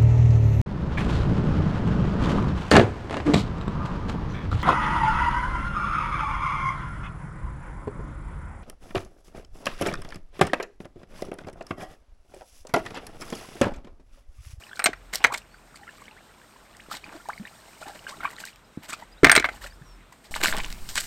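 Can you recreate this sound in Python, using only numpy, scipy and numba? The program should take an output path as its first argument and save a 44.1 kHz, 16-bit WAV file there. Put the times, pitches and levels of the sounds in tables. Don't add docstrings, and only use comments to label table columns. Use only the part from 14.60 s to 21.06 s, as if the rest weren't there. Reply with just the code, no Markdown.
import sys
import numpy as np
from scipy import signal
from scipy.fft import rfft, irfft, next_fast_len
from scipy.io import wavfile
from scipy.ndimage import uniform_filter1d
from numba import njit

SR = 44100
rng = np.random.default_rng(int(sys.argv[2]) if len(sys.argv) > 2 else 0)


def dump(signal):
    limited = np.clip(np.atleast_2d(signal).T, -1, 1)
    pcm = np.round(limited * 32767).astype(np.int16)
    wavfile.write(sys.argv[1], SR, pcm)


def attenuation_scalar(level_db):
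    decades = np.asarray(level_db, float) / 20
    return 10 ** decades


N = 284884
TIME = np.arange(N) / SR


def track(tables, column, quiet_db=-110):
    out = np.full(N, float(quiet_db))
    for rows in map(np.array, tables):
        inside = (TIME >= rows[0, 0]) & (TIME <= rows[-1, 0])
        out[inside] = np.interp(TIME[inside], rows[:, 0], rows[:, column])
    return out


def noise():
    return rng.standard_normal(N)


def colour(x, points):
    hz, db = np.transpose(points)
    size = next_fast_len(N)
    bins_hz = np.arange(size // 2 + 1) * SR / size
    gain = attenuation_scalar(np.interp(np.log(bins_hz + 1), np.log(hz), db))
    y = irfft(rfft(x, size) * gain, size)[:N]
    return y / np.sqrt(np.mean(y ** 2))


def walk(rate):
    k = int(SR / rate)
    held = np.repeat(rng.standard_normal(N // k + 1), k)
    return 1.35 * uniform_filter1d(uniform_filter1d(held, k), k)[:N]


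def flutter(x, edges, spread_db, rate):
    spectrum = rfft(x)
    hz = np.arange(len(spectrum)) * SR / N
    out = np.zeros(N)
    for low, high in zip(edges[:-1], edges[1:]):
        band = irfft(spectrum * ((hz >= low) & (hz < high)), N)
        out += band * attenuation_scalar(spread_db * walk(rate))
    return out


@njit
def rings(s, gain, hz, t60, rise, climb):
    out = np.zeros(N)
    for k in range(len(s)):
        phase, start = 0., int(s[k] * SR)
        for i in range(min(int(t60[k] * SR), N - start)):
            t = i / SR
            decay = np.exp(-np.log(1000) * t / t60[k])
            out[start + i] += gain[k] * np.sin(phase) * (1 - np.exp(-t / rise[k])) * decay
            phase += 2 * np.pi * min(hz[k] * 2 ** (climb[k] * t / t60[k]), .45 * SR) / SR
    return out


def bursts(s, db, t60):
    clicks = np.zeros(N)
    np.add.at(clicks, (np.asarray(s) * SR).astype(int), attenuation_scalar(db))
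    fading = signal.lfilter([1], [1, -np.exp(-np.log(1000) / (t60 * SR))], clicks)
    return signal.lfilter([.06], [1, -.94], fading)


# (frequency [Hz], level [dB per Hz])
STREAM = [(35, -42), (60, -2), (228, -2), (297, -6), (336, -6), (1050, -9), (1320, -7.5), (1580, -10.5),
          (4000, -18.5), (5200, -46), (8800, -120)]
STREAM_DB = -56.5
# (frequency [Hz], level [dB per Hz])
HISS = [(2350, -16.5), (4000, 0), (5700, 0.5), (5930, -3.5), (8650, 2.5), (10200, -13.5), (13100, -5),
        (15100, -14.5), (16000, -18.5)]
# (time [s], wind rumble [dB], drizzle hiss [dB])
AIR = [
    [(0.0, -74, -54.5), (0.33, -50.5, -63.5), (1.19, -64.5, -63.5), (3.67, -60, -55.5), (3.97, -66, -66),
     (4.62, -59, -65.5), (4.66, -46, -61), (4.83, -41, -61), (5.29, -52.5, -64.5), (5.55, -63, -68),
     (5.71, -61, -62.5)],
    [(5.71, -44, -45), (5.92, -34, -63), (6.46, -43, -41.5)],
]


def valley():
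    water = colour(noise(), STREAM)
    stream = flutter(water, [0, 200, 400, 800, 1500, 2600, SR / 2], spread_db=1.6, rate=21)
    drizzle_db = track(AIR, column=2) - 1.0 + 0.98 * walk(40) + 0.95 * walk(7.2)
    drizzle = colour(noise(), HISS) * attenuation_scalar(drizzle_db)
    wind = colour(noise(), [(12, -40.5), (30, -21.0), (40, 9.5), (60, -9.0), (150, -19.5), (400, -73)])
    sway = colour(noise(), [(5, 7), (14, -4), (30, -1.0), (70, -20.0), (300, -27), (700, -48.5)])
    rumble = np.where(TIME < AIR[1][0][0], wind, attenuation_scalar(5.) * sway)
    return attenuation_scalar(STREAM_DB) * stream + drizzle + attenuation_scalar(track(AIR, column=1)) * rumble


# (frequency [Hz], level [dB per Hz])
SPRAY = [(1180, -23), (2000, -3.5), (2760, -9), (2980, -4.5), (3740, -5.5), (4380, -4), (6040, -11),
         (8050, -4.5), (10300, -21.5), (12400, -14), (14000, -18.5), (16000, -28.5)]
# (frequency [Hz], level [dB per Hz])
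THIN = [(500, -59.5), (1200, -7.5)]
DROPLETS = THIN + SPRAY[1:]


def pops(s, db, hz, tick_db, cycles):
    chance = rng.random((len(s), 3)).T
    life = cycles * (1.1 + 0.56 * chance[2]) / hz
    climb = np.full(len(s), .3)
    bubble = rings(s, attenuation_scalar(db + 3.5), hz, life, 0.069 * life, climb)
    sister_hz = hz * (1.3 + 1.0 * chance[1])
    sister = rings(s + 0.006 * chance[0], attenuation_scalar(db - 1), sister_hz, 0.76 * life, 0.13 * life, climb)
    tick = bursts(s, tick_db, t60=0.0061) * colour(noise(), DROPLETS)
    return bubble + sister + tick


# (time [s], peak level [dB], pitch [Hz])
BUBBLES = [(0.021, -37, 2320), (0.037, -32, 2800), (0.067, -37, 2440), (0.093, -39, 1760), (0.113, -32, 1420),
           (0.131, -27, 1580), (0.158, -31.5, 4000), (0.171, -32, 1430), (0.536, -20, 2070),
           (0.547, -23, 1910), (0.606, -33, 740), (0.616, -33, 2600), (0.722, -18.5, 1095),
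           (0.747, -15.5, 2100), (0.748, -26, 893), (0.818, -38, 2600), (0.943, -36, 1430),
           (1.143, -35, 1240), (1.158, -34, 4500), (1.159, -37.5, 2050), (1.194, -45, 824),
           (1.233, -35.5, 1810), (1.278, -33.5, 1970), (1.29, -30.5, 1650), (1.381, -40, 1160),
           (1.419, -35, 1083), (1.455, -37, 2950), (1.481, -31, 2080), (1.511, -37, 2600), (1.566, -40, 1430),
           (1.605, -45, 734), (1.747, -45.5, 1030), (1.815, -40.5, 1580), (1.96, -40, 980),
           (2.149, -39, 1820), (2.262, -40, 1290),
           (2.441, -26.5, 2340), (2.656, -32.5, 915), (2.732, -29, 2080), (2.778, -28.5, 2040),
        (2.852, -27.5, 1770), (3.216, -34, 790), (3.226, -26.5, 1330), (3.258, -29.5, 750),
        (3.276, -27.5, 830), (3.286, -34, 770), (3.296, -30.5, 725), (3.306, -34, 722), (3.316, -40, 790),
        (3.392, -33, 2800), (3.467, -22.5, 1520), (3.605, -24, 1290), (3.633, -21, 1400),
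        (3.646, -20, 1510), (3.652, -10, 1085), (3.675, -25, 1300), (3.704, -32, 1850), (3.73, -36, 1910),
        (3.765, -30, 3810), (3.802, -34, 2460), (3.784, -29, 1820), (3.838, -24, 1490),
        (3.873, -30.5, 1910), (3.885, -32, 2400), (3.93, -40.5, 2740), (3.959, -43, 2370),
        (4.33, -21, 2310), (4.337, -20, 1220), (4.423, -28.5, 884), (4.93, -40, 4250), (4.96, -40, 2920),
        (5.017, -33, 1740), (5.123, -40, 1640), (5.22, -41, 1640), (5.042, -25.5, 1340),
        (5.063, -27.5, 1770), (5.523, -36, 990)]
# (time [s], peak level [dB])
SPITS = [(0.548, -19.5), (0.556, -14), (2.168, -40), (2.313, -34), (2.687, -35), (2.872, -43), (0.611, -49),
         (0.628, -43), (0.635, -42), (0.7377, -24), (0.7756, -35), (3.697, -40), (3.735, -43), (3.801, -46),
         (3.87, -43), (3.959, -44.5), (3.3907, -45), (3.441, -47), (3.712, -38), (3.7595, -45),
         (3.7943, -45), (3.828, -47), (3.8524, -27)]
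TICK_DB, TICK_PER_DB = -28.5, 1


def puddle():
    s, db, hz = np.transpose(BUBBLES)
    spit_s, spit_db = np.transpose(SPITS)
    spits = bursts(spit_s, spit_db - 0.5, t60=0.0089) * colour(noise(), HISS)
    return pops(s, db, hz, TICK_DB + TICK_PER_DB * db, cycles=17.0) + spits


def swarm(count, low_hz, high_hz, cycles, spread_db):
    chance = rng.random((count, 4)).T
    s = chance[0] * (N - 1) / SR
    hz = low_hz * (high_hz / low_hz) ** chance[1]
    life = cycles * (.5 + chance[2]) / hz
    gain = attenuation_scalar(-spread_db * np.log(1 - .99 * chance[3]))
    crowd = rings(s, gain, hz, life, .09 * life, np.full(count, .6))
    return crowd / np.sqrt(np.mean(crowd ** 2))


# (time [s], length [s], slosh level [dB], spray level [dB])
SPLASHES = [(0.154, 0.016, -48, -44.5), (0.528, 0.02, -27, -30.5), (0.551, 0.0099, -34.5, -28.5),
            (0.592, 0.041, -33, -70), (0.72, 0.013, -21, -39.5), (0.737, 0.017, -23, -36.5),
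            (0.774, 0.0091, -49, -42), (1.14, 0.039, -55, -54.5), (1.23, 0.26, -54, -59),
            (2.3, 0.069, -36, -39.5), (2.422, 0.096, -40.5, -59.5), (2.508, 0.063, -39, -54.5),
            (2.686, 0.016, -36, -54), (3.206, 0.028, -36, -50.5), (3.258, 0.05, -37.5, -52),
            (3.345, 0.019, -41, -47), (3.477, 0.035, -35, -42), (3.627, 0.035, -28, -49.5),
            (3.701, 0.018, -53, -47), (3.774, 0.067, -45, -49.5), (3.827, 0.076, -56, -48.5),
            (4.22, 0.035, -45, -46.5), (4.283, 0.028, -32, -41), (4.322, 0.017, -27, -40.5),
            (4.361, 0.075, -45.5, -57), (4.887, 0.1, -41.5, -52), (5.009, 0.064, -37.5, -43.5),
            (5.52, 0.013, -43.5, -51), (5.638, 0.028, -47, -50.5)]
# (time [s], length [s], slosh level [dB], spray level [dB])
TREADS = [(5.719, 0.0052, -64, -38.5), (5.746, 0.031, -27, -37.5), (5.801, 0.018, -27, -40),
          (5.826, 0.022, -18, -22.5), (5.852, 0.057, -30.5, -27.5), (5.928, 0.028, -21.5, -46),
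          (5.969, 0.039, -28, -44), (6.029, 0.025, -36.5, -41.5), (6.067, 0.053, -53, -45.5),
          (6.283, 0.033, -48, -37.5), (6.352, 0.051, -35.5, -27.5), (6.412, 0.045, -64.5, -45)]


def thrown(column, tail_s):
    gain = np.zeros(N)
    for row in SPLASHES + TREADS:
        start, length = int(row[0] * SR), int(row[1] * SR)
        gain[start:start + length] = attenuation_scalar(row[column]) * np.sin(np.linspace(.35, 2.6, length)) ** 1.8
    fall = np.exp(-1 / (tail_s * SR))
    linger = np.exp(-1 / (0.06 * SR))
    falling = signal.lfilter([1 - fall], [1, -fall], gain)
    dripping = signal.lfilter([1 - linger], [1, -linger], gain)
    return np.maximum(gain, falling) + attenuation_scalar(-17) * dripping


# (time [s], slosh level [dB])
STIR = [
    [(0.0, -48), (0.51, -59), (3.27, -48), (3.71, -42), (3.92, -60.5), (4.68, -54.5), (4.81, -57),
     (5.22, -66.5), (5.7, -62)],
    [(5.71, -75), (5.854, -46), (6.46, -49.5)],
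]
GRASS_DB = -3.5


def splashes():
    sizes_db = 3.3 * np.minimum(rng.exponential(size=N), 5.5)
    drops = noise() * attenuation_scalar(sizes_db) * (rng.random(N) < .25)
    mist = flutter(colour(drops, DROPLETS), [0, 3200, 6000, 10300, SR / 2], spread_db=2.5, rate=90)
    spray = mist * attenuation_scalar(2.0 * walk(200))

    slosh = swarm(count=6000, low_hz=553, high_hz=3350, cycles=9.5, spread_db=3.5)
    slosh += attenuation_scalar(-8.5) * swarm(count=1200, low_hz=164.0, high_hz=600, cycles=4.0, spread_db=4.5)
    crackle = swarm(count=5000, low_hz=870, high_hz=4500, cycles=7.3, spread_db=5.0)
    slosh += attenuation_scalar(GRASS_DB) * crackle * (TIME > TREADS[0][0])
    drips = swarm(count=420, low_hz=916, high_hz=4650, cycles=46, spread_db=-1.0)

    stir_db = track(STIR, column=1)
    slosh_gain = attenuation_scalar(stir_db - 8.0) + attenuation_scalar(-10.0) * thrown(column=2, tail_s=0.0058)
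    slosh_gain = uniform_filter1d(slosh_gain, int(0.003 * SR))
    spray_gain = attenuation_scalar(-1.0) * thrown(column=3, tail_s=0.014)
    return attenuation_scalar(stir_db - 11.5) * drips + slosh_gain * slosh + spray_gain * spray


# (time [s], length [s], start pitch [Hz], end pitch [Hz], level [dB])
BIRDS = [(.08, .022, 3800, 4200, -56), (.355, .015, 5300, 5600, -62), (4.04, .02, 4900, 5200, -62),
         (4.873, .012, 4900, 5150, -59), (.895, 0.089, 4254, 4680, -63.5), (4.518, 0.023, 4700, 5050, -54),
         (4.571, 0.026, 3360, 4200, -55), (5.101, 0.019, 4516, 4700, -54), (5.128, .018, 5000, 5200, -57),
         (5.239, 0.13, 5880, 5200, -60)]


def birds():
    out = np.zeros(N)
    for s, length, start_hz, end_hz, db in BIRDS:
        age = np.linspace(0, 1, int(length * SR))
        hz = start_hz + (end_hz - start_hz) * age ** 0.78
        whistle = np.sin(2 * np.pi * np.cumsum(hz) / SR)
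        start = int(s * SR)
        out[start:start + len(age)] += attenuation_scalar(db + 1.0) * np.sin(np.pi * age) ** 0.67 * whistle
    return out


FAVOUR_DB, FAVOUR_OCTAVES = 10, .22


def strike(s, db, share, modes, scatter_db, detune, rise, near_hz=None):
    hz, mode_db, t60 = np.transpose(modes)
    chance = rng.standard_normal((len(s), 2, len(hz)))
    if near_hz is not None:
        octaves = np.log2(hz / near_hz[:, None])
        mode_db = mode_db + FAVOUR_DB * (np.exp(-(octaves / FAVOUR_OCTAVES) ** 2) - .5)
    gain = attenuation_scalar(db[:, None] + mode_db + scatter_db * chance[:, 0]) * np.sign(chance[:, 1])
    pitch = hz * (1 + detune * chance[:, 1])
    life = np.clip(share, .2, 3)[:, None] * np.minimum(t60, .09)
    onset, climb = np.full(gain.size, rise), np.zeros(gain.size)
    return rings(np.repeat(s, len(hz)), gain.ravel(), pitch.ravel(), life.ravel(), onset, climb)


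# (time [s], peak level [dB], latch ring [dB], crack [dB], loudest rail [Hz])
BLOWS = [(0.193, -18, -17.5, -1.5, 1900), (0.199, -21, -45, -21, 730), (0.22, -24.5, -40.5, -21, 1500),
         (0.241, -14, 1.5, -20, 1700), (0.259, -6, -37.5, 3.5, 2000), (0.2655, -8, -36, -9, 750),
         (0.288, -36, -45, -8, 2600), (0.331, -26, -31, -10, 1400), (0.641, -2.5, -36.5, -5.5, 1800),
         (0.6455, -8, -43.5, -13, 740), (0.652, -17, -44, -20, 1300), (0.667, -30.5, -38, 8, 3200),
         (4.633, -13, -31, -9, 1300), (4.6445, -1.5, -37, 0, 1900), (4.649, -6, -42.5, -12.5, 1900),
         (4.654, -14.5, -37, -28, 1320), (4.661, -15, -45, -21, 3100), (4.668, -6, -43.5, -10, 1750),
         (4.684, -16, -23.5, -10, 1900), (4.696, -4, -29, -24.5, 1800), (4.7156, -3.5, -7.5, 2, 1450),
         (4.726, -6.5, -40, -30, 1400), (4.741, -21, -45, -10, 1300), (4.752, -7, -9, -8, 1400),
         (4.762, -2, -22.5, 2, 2400), (4.777, -7, -40, -11, 4000), (4.797, -16, -33.5, 3, 2200),
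         (4.825, -28, -52, -34, 1950), (4.843, -6, -53, -28, 1650), (4.85, -20, -54.5, -25, 2000),
         (4.857, -22, -24, -6, 1900), (4.888, -16.5, -32, -16, 1350)]
# (time [s], peak level [dB])
THUMPS = [(0.257, -31), (0.287, -33.5), (0.649, -34), (4.631, -10), (4.644, -24), (4.665, -22),
          (4.775, -24.5), (4.799, -29.5)]
# (frequency [Hz], level [dB], t60 [s])
WOOD = [(638, -7.5, 0.15), (735, 4.5, 0.041), (1040, -20.5, 0.17), (1170, -8.5, 0.06), (1320, -2.5, 0.062),
        (1410, -2, 0.02), (1550, -13, 0.079), (1720, 2, 0.016), (1872, 1.5, 0.016), (2092, -1.5, 0.077),
        (2310, 2, 0.039), (2600, -4, 0.05), (2740, -20, 0.052), (3330, -3, 0.046), (4020, -10, 0.045),
        (4487, -15, 0.055)]
# (frequency [Hz], level [dB], t60 [s])
POST = [(93.5, -17, 0.16), (144, -9.5, 0.12), (205, -4, 0.032), (253, -5, 0.095), (297, -7.5, 0.12),
        (430, 4.5, 0.032)]
# (frequency [Hz], level [dB per Hz])
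CHATTER = [(600, -18), (1300, 4), (2100, 5), (2900, -9), (4100, -12), (5000, -22.5), (9000, -36.5)]
POST_SHARE_DB = -35
HARD_DB, HARD_SHORTENS = -9, 0.01
WOOD_RING, CHATTER_DB = .38, -5


def gate():
    s, db, _, crack_db, rail_hz = np.transpose(BLOWS)
    share = 1.5 - HARD_SHORTENS * np.clip(db - HARD_DB, 0, None)
    wood = strike(s, db - 9.5, WOOD_RING * share, WOOD, scatter_db=3, detune=.03, rise=.0011,
                  near_hz=rail_hz)

    thump_s, thump_db = np.transpose(THUMPS)
    post_s = np.r_[s, thump_s]
    post_db = np.r_[db + POST_SHARE_DB, thump_db + 3]
    post_share = np.r_[share, np.full(len(thump_s), .8)]
    post = strike(post_s, post_db, post_share, POST, scatter_db=3, detune=.04, rise=.001)

    crack = bursts(s, db + crack_db - 10.5, t60=0.028) * colour(
        noise(), [(1500, -43.5), (3000, 12.0), (9000, 6.0), (10500, -15.0), (12800, -3), (16000, -20.0)])
    buzz = bursts(s, db - 19.5, t60=0.058) * colour(
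        noise(), [(150, -9.5), (700, 17.0), (2000, -8.0), (4500, -8.0), (9000, -43.0), (16000, -22)])
    rattle = attenuation_scalar(3.9 * walk(300)) * colour(noise(), CHATTER)
    chatter = bursts(s, db + CHATTER_DB, t60=0.027) * rattle
    return wood + post + crack + buzz + chatter


# (frequency [Hz], level [dB], t60 [s])
LATCH = [(4080, -7, .025), (5500, -19, .04), (5760, -22, .02), (7000, -12, .028), (8580, 1, .036),
         (12700, -9, .028)]
CONTACT_DB = -19


def latch():
    s, db, ring_db, crack_db, _ = np.transpose(BLOWS)
    lands = db + crack_db > CONTACT_DB
    spell, stops = np.cumsum(lands), np.r_[s[lands], N / SR]
    out = np.zeros(N)
    for k in np.unique(spell):
        now = spell == k
        free = strike(s[now], (db + ring_db - 1.5)[now], np.full(np.sum(now), 1.5), LATCH,
                      scatter_db=2.5, detune=.004, rise=.0003)
        out += free * np.exp(-np.clip(TIME - stops[k], 0, None) / .0015)
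    return out


# (time [s], level [dB],
# start pitch [Hz], climb [octaves], length [s])
GURGLES = [(0.667, -41, 430, 0.47, 0.05), (0.701, -32, 790, 1.14, 0.026), (0.732, -36, 600, 0.79, 0.025),
           (1.212, -46.5, 760, 0.17, 0.028), (1.27, -40.5, 1280, 0.2, 0.018), (0.652, -42, 75, 0.96, 0.061),
           (2.197, -42, 1500, 1.5, 0.012), (2.286, -34, 270, 0.97, 0.002), (2.314, -24, 1180, 0.32, 0.0079),
           (2.55, -39, 336, -0.12, 0.018), (2.687, -24.5, 650, 1.58, 0.02), (2.798, -32.5, 178, 0.48, 0.03),
           (2.869, -40.5, 1730, 0.97, 0.013), (3.522, -37.5, 1020, .48, 0.025),
           (4.174, -23.5, 294, -0.99, 0.0056), (4.633, -6, 347, 0.17, 0.007), (4.641, -16, 402, 0.19, .012),
           (4.664, -22, 380, 0, .015), (4.776, -23.5, 402, 0, .012), (4.825, -33, 1980, 0, .015),
           (4.778, -20.5, 4050, -0.009, .009), (4.753, -17.5, 3190, 0, .006), (.642, -24, 6150, 0, .009),
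           (6.0, -32, 2250, .15, .013), (2.3, -43, 1220, .1, .01), (2.6, -43, 1320, 0.14, .01),
           (0.68, -42, 600, 1.2, .05), (5.833, -27, 370, -.2, 0.01), (4.634, -32, 92, -1.6, 0.056),
           (1.512, -51.5, 870, -0.0024, 0.028), (1.568, -51, 1600, 0.78, .03),
           (5.214, -39, 110, 0.83, 0.017)]


def gurgles():
    out = np.zeros(N)
    for s, db, hz, climb, length in GURGLES:
        age = np.linspace(0, 1, int(length * SR))
        swell = np.sin(np.pi * age ** 0.48) ** 0.48
        tone = np.sin(2 * np.pi * np.cumsum(hz * 2 ** (climb * age)) / SR)
        start = int(s * SR)
        out[start:start + len(age)] += attenuation_scalar(db) * swell * tone
    return out


# (time [s], peak level [dB], pitch [Hz], tick level [dB])
SQUELCH = [(5.716, -30, 724, -34), (5.741, -12.5, 2030, -37), (5.752, -14, 3620, -34),
           (5.761, -14, 1060, -39), (5.814, -15.5, 1580, -21), (5.836, -6.5, 2150, -9.5),
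           (5.844, -8.5, 1010, -14), (5.8497, -4.5, 2600, -14), (5.858, -4.5, 1530, -15),
           (5.87, -18, 1390, -26), (5.883, -7.5, 1820, -29), (5.904, -27, 3140, -32),
           (5.926, -8, 1550, -41), (5.941, -22, 756, -39), (5.967, -20, 3200, -17.5),
           (5.975, -17, 2900, -27), (5.983, -23, 780, -18.5), (6.002, -13, 2130, -44),
           (6.036, -24, 3100, -38), (6.062, -29, 1000, -33), (6.046, -13, 2740, -43),
           (6.103, -28, 3900, -30), (6.126, -40, 3000, -24), (6.29, -18, 4380, -23.5),
           (6.356, -21.5, 980, -15.5), (6.377, -10, 1510, -34), (6.384, -10, 2960, -29),
           (6.417, -28, 4220, -29)]


def squelches():
    return pops(*np.transpose(SQUELCH), cycles=6.3)


SCATTER_HZ = 4430


def scene():
    near = puddle() + splashes() + gate() + gurgles() + squelches()
    decay = np.exp(-np.log(1000) * np.arange(8000) / (.13 * SR))
    tail = signal.lfilter(*signal.butter(1, SCATTER_HZ, fs=SR), rng.standard_normal(8000)) * decay
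    scatter = signal.fftconvolve(near, tail / np.sqrt(np.sum(tail ** 2)))[:N]
    return (valley() + near + attenuation_scalar(-16.5) * scatter + birds() + latch())[None]


def roll_off(x):
    return signal.sosfilt(signal.butter(12, 16430, fs=SR, output="sos"), x)


def record(dry):
    low_pass = signal.ellip(6, .1, 30, 15900, fs=SR, output="sos")
    mix = signal.sosfiltfilt(low_pass, np.clip(dry, -1, 1))
    return roll_off(mix)


dry = scene()
out = record(dry)
dump(out)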